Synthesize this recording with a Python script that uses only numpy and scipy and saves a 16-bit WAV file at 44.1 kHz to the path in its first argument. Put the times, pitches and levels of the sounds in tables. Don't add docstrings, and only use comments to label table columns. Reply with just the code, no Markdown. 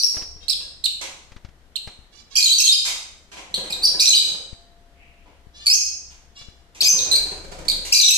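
import sys
import numpy as np
from scipy import signal
from scipy.fft import rfft, irfft
from scipy.io import wavfile
from scipy.ndimage import uniform_filter1d, minimum_filter1d

SR = 44100
rng = np.random.default_rng(int(sys.argv[2]) if len(sys.argv) > 2 else 0)


def natural_amplitude(level_db):
    exponent = np.asarray(level_db, float) / 20
    return 10 ** exponent


def store_wav(level_fs):
    pcm = np.round(np.clip(np.atleast_2d(level_fs), -1, 1) * 32767)
    wavfile.write(sys.argv[1], SR, pcm.T.astype(np.int16))


N = 360297
LEAD = SR // 10


def evened(x):
    return x / np.sqrt(np.mean(x ** 2) + 1e-20)


def read(points, hz):
    f, value = np.transpose(points)
    return np.interp(np.log(hz + 1), np.log(f + 1), value)


def coloured(x, points):
    size = x.shape[-1]
    gain = natural_amplitude(read(points, np.fft.rfftfreq(size, 1 / SR)))
    return irfft(rfft(x) * gain, size)


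# frequency in Hz, likeness from 0 to 1.
LIKENESS = [(60, .8), (290, .92), (620, .74), (1360, .1), (3000, 0)]


def paired(x):
    size = x.shape[-1]
    z = rfft(x)
    same = np.clip(read(LIKENESS, np.fft.rfftfreq(size, 1 / SR)), 0, 1)
    right = same * z[0] + np.sqrt(1 - same ** 2) * z[1]
    return irfft(np.array([z[0], right]), size)


def add(mix, start_s, sound):
    part = mix[..., LEAD + round(start_s * SR):][..., :sound.shape[-1]]
    part += sound[..., :part.shape[-1]]


def curves(rows):
    s, *columns = np.transpose(rows)
    t = np.arange(s[0], s[-1], 1 / SR)
    return s[0], [np.interp(t, s, c) for c in columns]


def drift(size, span):
    return evened(uniform_filter1d(uniform_filter1d(rng.standard_normal(size), span), span))


# frequency in Hz, t60 in seconds.
ROOM_T60 = [(300, 0.54), (1000, 0.63), (2500, 0.61), (5000, 0.59), (8000, 0.59), (13000, 0.35)]


def room(x):
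    taps = np.zeros((2, SR))
    at = np.arange(200, SR - 20, 20) + rng.integers(0, 20, (2, (SR - 201) // 20))
    np.put_along_axis(taps, at, rng.choice([-1., 1.], at.shape), 1)
    hz, t, z = signal.stft(taps, SR, nperseg=256)
    early = 1 + .4 * np.exp(-t / 0.015)
    decay = natural_amplitude(-60 * t / read(ROOM_T60, hz)[:, None])
    tail = paired(signal.istft(z * early * decay, SR, nperseg=256)[1])
    tail = tail / np.linalg.norm(tail, axis=1, keepdims=True)
    return signal.fftconvolve(x[None], tail, axes=1)[:, :len(x)]


# frequency in Hz, relative density in dB per Hz.
AIR_COLOUR = [(59, -44.5), (100, 3.5), (786, -5.5), (1050, -8), (1920, -8), (2570, -14.5), (3110, -11),
              (14500, -28.5)]
AIR_RMS_DB = -59


def room_air(size):
    noise = rng.standard_normal((2, size))
    return natural_amplitude(AIR_RMS_DB) * evened(paired(coloured(noise, AIR_COLOUR)))


# centre frequency in Hz, level in dB before the swell.
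HUM_LINES = [(689, -82)]
# time in seconds, gain in dB.
HUM_SWELL_DB = [(0, 20.5), (4.3, -18), (4.6, 25.5), (5.2, 17.5), (5.5, 15)]


def hum(size):
    t = (np.arange(size) - LEAD) / SR
    out = np.zeros(size)
    for hz, db in HUM_LINES:
        level = natural_amplitude(db + 1.0 * drift(size, 3000))
        phase = 2 * np.pi * np.cumsum(hz + 4.0 * drift(size, 1500)) / SR
        out += level * np.sin(phase)
    return out * natural_amplitude(np.interp(t, *np.transpose(HUM_SWELL_DB)))


# time in seconds, level in dB before wander and side balance.
GRIP_LEVEL = [(0, -64), (.3, -47.5), (.8, -54), (1.6, -55.5), (2.5, -56), (3.3, -56), (3.6, -52), (4, -50),
              (4.2, -57), (5.3, -54.5), (6.7, -55.5), (7.1, -46), (7.88, -43), (7.97, -59), (8.17, -61)]


def grip_rumble(size):
    t = (np.arange(size) - LEAD) / SR
    colour = [(8, -9.0), (25, 11.0), (45, 0.0), (70, 6.0), (130, -29.5), (300, -46.0), (600, -80.5)]
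    low = evened(paired(coloured(rng.standard_normal((2, size)), colour)))
    level_db = np.interp(t, *np.transpose(GRIP_LEVEL)) + 0.43 * drift(size, 1200)
    return low * natural_amplitude(level_db) * natural_amplitude(np.array([[3.5], [-3.5]]))


# time in seconds, relative level in dB, frequency in Hz.
FAR_WHISTLE = [(4.93, -71.5, 2420), (5.024, -62.5, 2430), (5.45, -79, 2650)]


def far_call():
    s, (db, hz) = curves(FAR_WHISTLE)
    size = len(hz)
    turn = np.exp(2j * np.pi * np.cumsum(hz) / SR)
    fuzz = [(turn * (drift(size, 40) + 1j * drift(size, 40))).real for _ in range(2)]
    return s, natural_amplitude(db + 8.0) * evened(np.array(fuzz)) * signal.windows.tukey(size, .3)


# start in seconds, relative thump level in dB, relative tick level in dB.
HAND_BUMPS = [(0.168, -33.5, -38), (0.214, -60, -47), (0.222, -41, -44), (0.249, -65, -58),
              (0.361, -46, -77), (1.319, -42, -51), (1.364, -37.5, -49), (1.448, -33.5, -50.5),
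              (1.488, -44, -59), (1.874, -34.5, -42), (1.99, -44, -85), (4.529, -32.5, -56),
              (5.469, -41, -68), (6.414, -44, -52.5), (6.485, -38, -59)]
THUMP_HZ, THUMP_SIDE_DB = 54, 12


def bump(thump_db, tick_db, noise):
    t = np.arange(len(noise)) / SR
    push = np.sin(2 * np.pi * THUMP_HZ * t) * np.exp(-t / 0.0021) * 3
    sides = natural_amplitude(np.array([[THUMP_SIDE_DB], [-THUMP_SIDE_DB]]))
    colour = [(200, 10.5), (2000, 10.0), (6000, 1.5), (14000, -29.0)]
    tick = evened(coloured(noise, colour)) * np.exp(-t / 0.012)
    return -natural_amplitude(thump_db) * push * sides + natural_amplitude(tick_db + 5) * tick


# start in seconds, relative level in dB, tilt in dB per octave.
CAGE_RATTLES = [(0.024, -35, 18.5), (0.14, -47, -4.5), (1.012, -34, 1), (1.874, -55, -1.5),
                (2.85, -26.5, 4), (2.874, -34, 3), (3.316, -43, -0.5), (3.368, -41, -1.5),
                (3.998, -39, 4.5), (5.258, -56, -5), (6.104, -54.5, 1), (6.748, -46.5, 2.5),
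                (7.849, -34.5, 5)]
# frequency in Hz, relative density in dB per Hz.
WIRE_COLOUR = [(120, -66.5), (200, -7.5), (854, 0.5), (1850, -7.5), (2090, 1.5), (4860, -6), (6360, -4),
               (14500, -28.5)]
RATTLE_RISE_S, RATTLE_FADE_S = 0.00036, 0.04


def rattle(db, bright_db, noise):
    t = np.arange(len(noise)) / SR
    tilt = [(hz, g + bright_db * np.log2(hz / 1000)) for hz, g in WIRE_COLOUR]
    shape = (1 - np.exp(-t / RATTLE_RISE_S)) * np.exp(-t / RATTLE_FADE_S)
    return natural_amplitude(db) * evened(coloured(noise, tilt)) * shape


# time in seconds, relative
# level in dB.
BEATING_SPELLS = [
    [(0.35, -67.5), (0.58, -53.5), (0.82, -72)],
    [(3.3, -57), (3.37, -70), (3.56, -45.5), (3.66, -43), (3.98, -44.5), (4.05, -49.5), (4.3, -46),
     (4.5, -60.5)],
    [(6.74, -63), (6.81, -43.5), (6.95, -42), (7.06, -41.5), (7.17, -43), (7.35, -42.5), (7.65, -44.5),
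     (7.88, -46), (7.98, -105)],
]
# frequency in Hz, relative density in dB per Hz.
BEATING_COLOUR = [(59, -50), (100, -6), (161, -6.5), (220, -9.5), (480, -2.5), (700, -7.5), (1100, -13.5),
                  (1530, -13.5), (2090, -16.5), (7290, -20), (14500, -40)]
BEATS_PER_S, UPSTROKE_SHARE = 16, 0.4


def beating_noise(rows):
    s, (db,) = curves(rows)
    size = len(db)
    turns = np.cumsum(2 * BEATS_PER_S * (1 + 0.073 * drift(size, 3000))) / SR
    stroke = np.where(turns.astype(int) % 2, UPSTROKE_SHARE, 1) * natural_amplitude(2.5 * drift(size, 900))
    puffs = 0.033 + stroke * np.sin(np.pi * turns) ** 4
    return s, natural_amplitude(db) * evened(coloured(rng.standard_normal(size) * puffs, BEATING_COLOUR))


# start in seconds, length in seconds, relative level in dB,
# pulse rate in Hz before scoop and sag, swell to the end in dB.
SOFT_MURMURS = [(0.396, 0.06, -63.5, 565, 15), (0.592, 0.084, -50.5, 577, -6), (2.11, 0.13, -60, 594, 2.5),
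                (2.293, 0.13, -53.5, 577, 3.5), (5.523, 0.18, -51.5, 596.5, 3.5),
                (6.346, 0.097, -50, 593, 1.5)]
# centre in Hz, width in Hz, relative gain in dB.
THROAT_PEAKS = [(1180, 1500, -15.5), (3700, 2200, 6.5), (5300, 1100, -1.5), (6600, 1500, -6.5),
                (9500, 2500, -30.5)]
SCOOP_SHARE, SCOOP_S = 0.063, 0.052
SAG_SHARE, GRAIN = .06, .55


def murmur(length_s, db, pulse_hz, swell_db):
    t = np.arange(0, length_s, 1 / SR)
    size = len(t)
    hz = pulse_hz * (1 - SCOOP_SHARE * np.exp(-(t / SCOOP_S) ** 2) - SAG_SHARE * (t / length_s) ** 4)
    phase = 2 * np.pi * np.cumsum(hz * (1 + 0.0019 * drift(size, 60))) / SR
    out = np.zeros(size)
    for k in range(2, 22):
        throat = sum(natural_amplitude(g) / (1 + (2 * (k * hz - f) / w) ** 2) for f, w, g in THROAT_PEAKS)
        unsteady = natural_amplitude(5.0 * drift(size, 400)) + GRAIN * drift(size, 30)
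        out += throat * unsteady * np.cos(k * phase + k * k / 3)
    return natural_amplitude(db + swell_db * t / length_s) * evened(out) * signal.windows.tukey(size, .6)


def chirp_bend(hz):
    start_share, settle_share = .79, 0.3
    return lambda u: hz * (1 - (1 - start_share) * np.exp(-u / settle_share))


def glide(hz, rise):
    return lambda u: hz * (1 + rise * u)


def ease(hz, rise):
    return lambda u: hz * (1 + rise * np.sin(np.pi / 2 * u))


# note in Hz, undertone gain in dB before strain.
VOICE_CRACK = [(3500, -28), (4000, -36), (4450, -23), (4800, -8.5), (5200, -8), (5600, -15), (6100, -31.5),
               (6700, -13.5)]
OCTAVE_DB, TWELFTH_DB, RASP_DB = -12.5, -13, -22
ATTACK_MS, ATTACK_SHARE, RELEASE_MS = 0.49, 0.06, 2.76
FLUTTER_RMS_DB = 3.2


def note(ms, db, strain_db, bend, wander, flutter, breath):
    size = round(ms * SR / 1000)
    u = np.linspace(0, 1, size)
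    hz = bend(u)
    phase = 2 * np.pi * np.cumsum(hz * (1 + wander[:size])) / SR
    whole = np.sin(phase) + natural_amplitude(OCTAVE_DB) * np.sin(2 * phase) + natural_amplitude(TWELFTH_DB) * np.sin(3 * phase)
    halves = 0.32 * np.sin(phase / 2) + np.sin(3 * phase / 2) + 1.3 * np.sin(5 * phase / 2)
    undertone = natural_amplitude(read(VOICE_CRACK, hz) + strain_db) * halves
    attack = u * ms / (ATTACK_MS + ATTACK_SHARE * ms)
    release = (1 - u) * ms / RELEASE_MS
    shape = np.sin(np.pi / 2 * np.minimum(np.minimum(attack, release), 1)) ** 2
    voice = whole + undertone + natural_amplitude(RASP_DB) * breath[:size]
    return natural_amplitude(db) * voice * shape * natural_amplitude(FLUTTER_RMS_DB * flutter[:size])


# start in seconds, relative level in dB.
OPENING_SCREECHES = [(2.353, -16.5), (3.998, -11), (7.922, -11)]
SCREECH_MS, SCREECH_HZ, SCREECH_RISE, SCREECH_STRAIN_DB = 21, 4350, 0.56, 0
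# start in seconds, length in ms, top pitch in Hz, relative level in dB.
UP_FLICKS = [(-0.075, 34, 4880, -14), (0.033, 4.9, 5800, -9), (0.482, 9.6, 4525, -21),
             (0.49, 8.7, 5300, -24), (0.839, 9.4, 4350, -17.5), (1.757, 11.6, 4257, -24),
             (2.369, 22.2, 5090, -14), (2.523, 19, 4620, -13), (2.64, 5.4, 4416, -11.5),
             (2.715, 20.4, 5023, -10.5), (3.541, 8.7, 4400, -17), (3.673, 7.9, 4240, -30.5),
             (3.699, 12, 5074, -32), (4.008, 12, 4920, -9), (6.806, 11.8, 4640, -12),
             (6.812, 10, 5470, -17), (7.682, 9.9, 4763, -14), (8.012, 6.8, 6600, -9),
             (8.09, 10.4, 6460, -12)]
# start in seconds, length in ms, start pitch in Hz, relative level in dB.
FALLING_NOTES = [(0.502, 4.1, 5140, -12), (0.524, 13.7, 4280, -28.5), (0.862, 6, 3460, -32.5),
                 (1.768, 7, 3370, -40), (0.855, 10, 4550, -18.5), (2.594, 7, 6450, -18.5),
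                 (8.018, 7, 6850, -16.5), (3.555, 9.6, 4030, -32), (3.723, 14, 4623, -22.5),
                 (6.82, 9, 4260, -20.5), (6.983, 15, 4620, -20.5), (7.698, 8, 4740, -13.5),
                 (7.712, 9.2, 4666, -19.5)]
DROP_FALL = 0.22
# start in seconds, length in ms, start pitch in Hz, relative level in dB.
RISING_SWEEPS = [(2.582, 16, 5547, -17), (3.821, 13, 3876, -28), (3.995, 12.6, 3700, -16),
                 (4.058, 6.2, 5516, -11), (4.148, 15, 4105, -9.5), (5.659, 17, 4490, -24),
                 (5.727, 22, 5350, -7), (6.84, 19, 4175, -18.5), (6.9, 15, 5430, -7.5),
                 (7.155, 11, 4055, -16)]
SWEEP_RISE, SWEEP_RISE_PER_MS = 0.09, 0.007
# start in seconds, length in ms, mid pitch in Hz,
# relative level in dB.
HELD_NOTES = [(-0.04, 23, 5760, -18.5), (0.038, 10.8, 5537, -10.5), (0.497, 5.5, 5255, -17.5),
              (0.503, 11, 4093, -20), (0.514, 11.5, 3940, -31), (0.849, 6, 4280, -24),
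              (2.441, 9.1, 6834, -14), (2.458, 60, 6530, -24), (2.661, 22, 3224, -28),
              (2.362, 8.4, 3210, -25.5), (2.727, 23, 3190, -27.5), (2.404, 7, 3970, -20),
              (2.426, 9.3, 4350, -13.5), (2.44, 13, 4350, -19), (2.458, 8.7, 4018, -8),
              (2.467, 4.2, 4300, -10.5), (2.476, 25, 3170, -27.5), (2.498, 25, 3964, -14),
              (2.601, 8.1, 5340, -13.5), (2.62, 9.5, 6350, -15.5), (2.65, 7.6, 3856, -19.5),
              (2.644, 20, 6600, -14), (2.677, 9.1, 4116, -11.5), (2.688, 21, 3760, -9),
              (3.832, 33, 4680, -15), (3.852, 8.7, 5460, -9.5), (3.872, 3.9, 4170, -10.5),
              (4.019, 12, 5056, -13), (4.056, 3.3, 3970, -1), (4.072, 21.5, 4113, -14.5),
              (4.09, 9.2, 6470, -9.5), (4.104, 22, 3940, -12), (4.132, 9.2, 3060, -18.5),
              (4.156, 30, 3947, -11.5), (4.163, 14, 4793, -15.5), (5.666, 24, 4480, -12),
              (5.698, 35, 5112, -11.5), (6.856, 32, 4980, -13), (6.829, 24, 6300, -18.5),
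              (6.883, 26.2, 6212, -7), (7.113, 23.6, 4078, -14.5), (7.14, 25, 4200, -20.5),
              (7.942, 15, 4066, -16.5), (7.948, 35, 4689, -14.5), (7.984, 16, 5095, -27.5),
              (7.998, 16.4, 4170, -11), (8.031, 21, 3855, -14), (8.044, 29, 5786, -17),
              (8.078, 14.4, 3850, -10), (8.104, 14.8, 5226, -21), (8.136, 7.8, 4090, -15.5),
              (8.145, 27, 6530, -21.5)]
HELD_RISE = 0.013
# time in seconds, undertone gain in dB.
CALL_STRAIN = [(0, -23), (0.47, -10), (2.35, 1), (2.5, -14), (2.57, 5.5), (2.7, -16), (3.5, 9), (3.8, -29),
               (3.98, -0.5), (4.13, -8), (5.65, 3.5), (5.695, -5), (6.8, 1.5), (6.828, 0), (7.11, 1.5),
               (7.9, 3), (8.08, 10.5)]
# frequency in Hz, relative density in dB per Hz.
RASP_COLOUR = [(1500, -43), (3500, -17), (5000, 4.5), (8000, -8), (13500, -24), (15000, -39)]
# frequency in Hz, gain in dB.
BEAK_COLOUR = [(1100, -45.5), (1900, -10.5), (2400, 4), (3250, 0.5), (3480, -6.5), (3750, -4.5), (9000, -6),
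               (11000, -13.5), (13300, -15)]
WOBBLE_SHARE, WARBLE_SHARE = .011, .007


def calls(size):
    out = np.zeros(size)
    since, effort_db = np.transpose(CALL_STRAIN)
    screech = glide(SCREECH_HZ, SCREECH_RISE)
    notes = [(s, SCREECH_MS, db, SCREECH_STRAIN_DB, screech) for s, db in OPENING_SCREECHES]
    notes += [(s, ms, db, 0, chirp_bend(hz)) for s, ms, hz, db in UP_FLICKS]
    notes += [(s, ms, db, 0, ease(hz, -DROP_FALL)) for s, ms, hz, db in FALLING_NOTES]
    notes += [(s, ms, db, 0, ease(hz, SWEEP_RISE + SWEEP_RISE_PER_MS * ms))
              for s, ms, hz, db in RISING_SWEEPS]
    notes += [(s, ms, db, 0, glide(hz / (1 + HELD_RISE / 2), HELD_RISE)) for s, ms, hz, db in HELD_NOTES]
    breath = evened(coloured(rng.standard_normal((len(notes), 4096)), RASP_COLOUR))
    jitter, warble, unsteady = rng.standard_normal((3, len(notes), 4096))
    wobble = evened(uniform_filter1d(jitter, size=45))
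    warble = evened(uniform_filter1d(uniform_filter1d(warble, size=150), size=150))
    wander = WOBBLE_SHARE * wobble + WARBLE_SHARE * warble
    flutter = evened(uniform_filter1d(uniform_filter1d(unsteady, size=50), size=50))
    for (s, ms, db, extra_db, bend), w, f, b in zip(notes, wander, flutter, breath):
        strain_db = extra_db + effort_db[max(np.searchsorted(since, s) - 1, 0)]
        add(out, s, note(ms, db, strain_db, bend, w, f, b))
    return natural_amplitude(1.0) * coloured(out, BEAK_COLOUR)


# time in seconds,
# left minus right in dB, delay of the left port in samples.
PERCHES = [(0, 10.5, 46.5), (0.481, -11.5, -11), (1.7, -17, -3.5), (2.35, -3, 30), (3.54, -1, 9),
           (5.65, -0.5, 11), (6.8, 6, -7), (7.11, -7, 19.5), (7.9, 3, -13)]


def placed(direct):
    size = len(direct)
    s, pan_db, lag = np.transpose(PERCHES)
    place = np.maximum(np.searchsorted(s, (np.arange(size) - LEAD) / SR) - 1, 0)
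    side_db = pan_db[place] / 2
    late = np.clip(np.arange(size) - lag[place].astype(int), 0, size - 1)
    return np.array([direct[late] * natural_amplitude(side_db), direct * natural_amplitude(-side_db)])


def scene():
    size = N + LEAD
    near = room_air(size) + hum(size) + grip_rumble(size)
    add(near, *far_call())
    for row, noise in zip(HAND_BUMPS, rng.standard_normal((len(HAND_BUMPS), 4096))):
        add(near, row[0], bump(*row[1:], noise))
    cage, beating = np.zeros((2, size))
    for row, noise in zip(CAGE_RATTLES, rng.standard_normal((len(CAGE_RATTLES), 8192))):
        add(cage, row[0], rattle(*row[1:], noise))
    for rows in BEATING_SPELLS:
        add(beating, *beating_noise(rows))
    voices = calls(size)
    for row in SOFT_MURMURS:
        add(voices, row[0], murmur(*row[1:]))
    direct = natural_amplitude(5) * voices + natural_amplitude(-3.0) * beating + natural_amplitude(1.5) * cage
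    echoing = natural_amplitude(5.5) * voices + natural_amplitude(1.5) * beating + natural_amplitude(5.5) * cage
    return (placed(direct) + room(echoing) + near)[:, LEAD:]


def top_cut(x):
    return signal.sosfilt(signal.butter(12, 14810, fs=SR, output="sos"), x)


# frequency in Hz, left minus right in dB.
PORT_COLOUR = [(500, 1), (2500, 2), (5000, 0), (8000, -5), (11000, -3), (13500, 3)]
KNEE_DB, SQUEEZE_DB_PER_DB, RECOVERY_DB_PER_S = -11, 1, 38
LIMITER_CEILING, EDGE_HZ = .76, 14500


def record(dry):
    left = coloured(dry[0], [(f, g / 2) for f, g in PORT_COLOUR])
    right = coloured(dry[1], [(f, -g / 2) for f, g in PORT_COLOUR])
    ports = np.array([left, right])
    power = signal.lfilter([.004], [1, -.996], (ports ** 2).mean(0))
    power_db = 10 * np.log10(power + 1e-12)
    fall_db = np.arange(N) * RECOVERY_DB_PER_S / SR
    held_db = np.maximum.accumulate(power_db + fall_db) - fall_db
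    over_db = np.maximum(held_db - KNEE_DB, 0)
    ducked = ports * natural_amplitude(-SQUEEZE_DB_PER_DB * uniform_filter1d(over_db, size=200))
    headroom = np.minimum(LIMITER_CEILING / (abs(ducked).max(0) + 1e-9), 1)
    limited = ducked * uniform_filter1d(minimum_filter1d(headroom, size=301), size=201)
    lowpass = signal.firwin(511, EDGE_HZ, window=("kaiser", 8), fs=SR)
    return top_cut(signal.oaconvolve(limited, lowpass[None], "same"))


dry = scene()
out = record(dry)
store_wav(out)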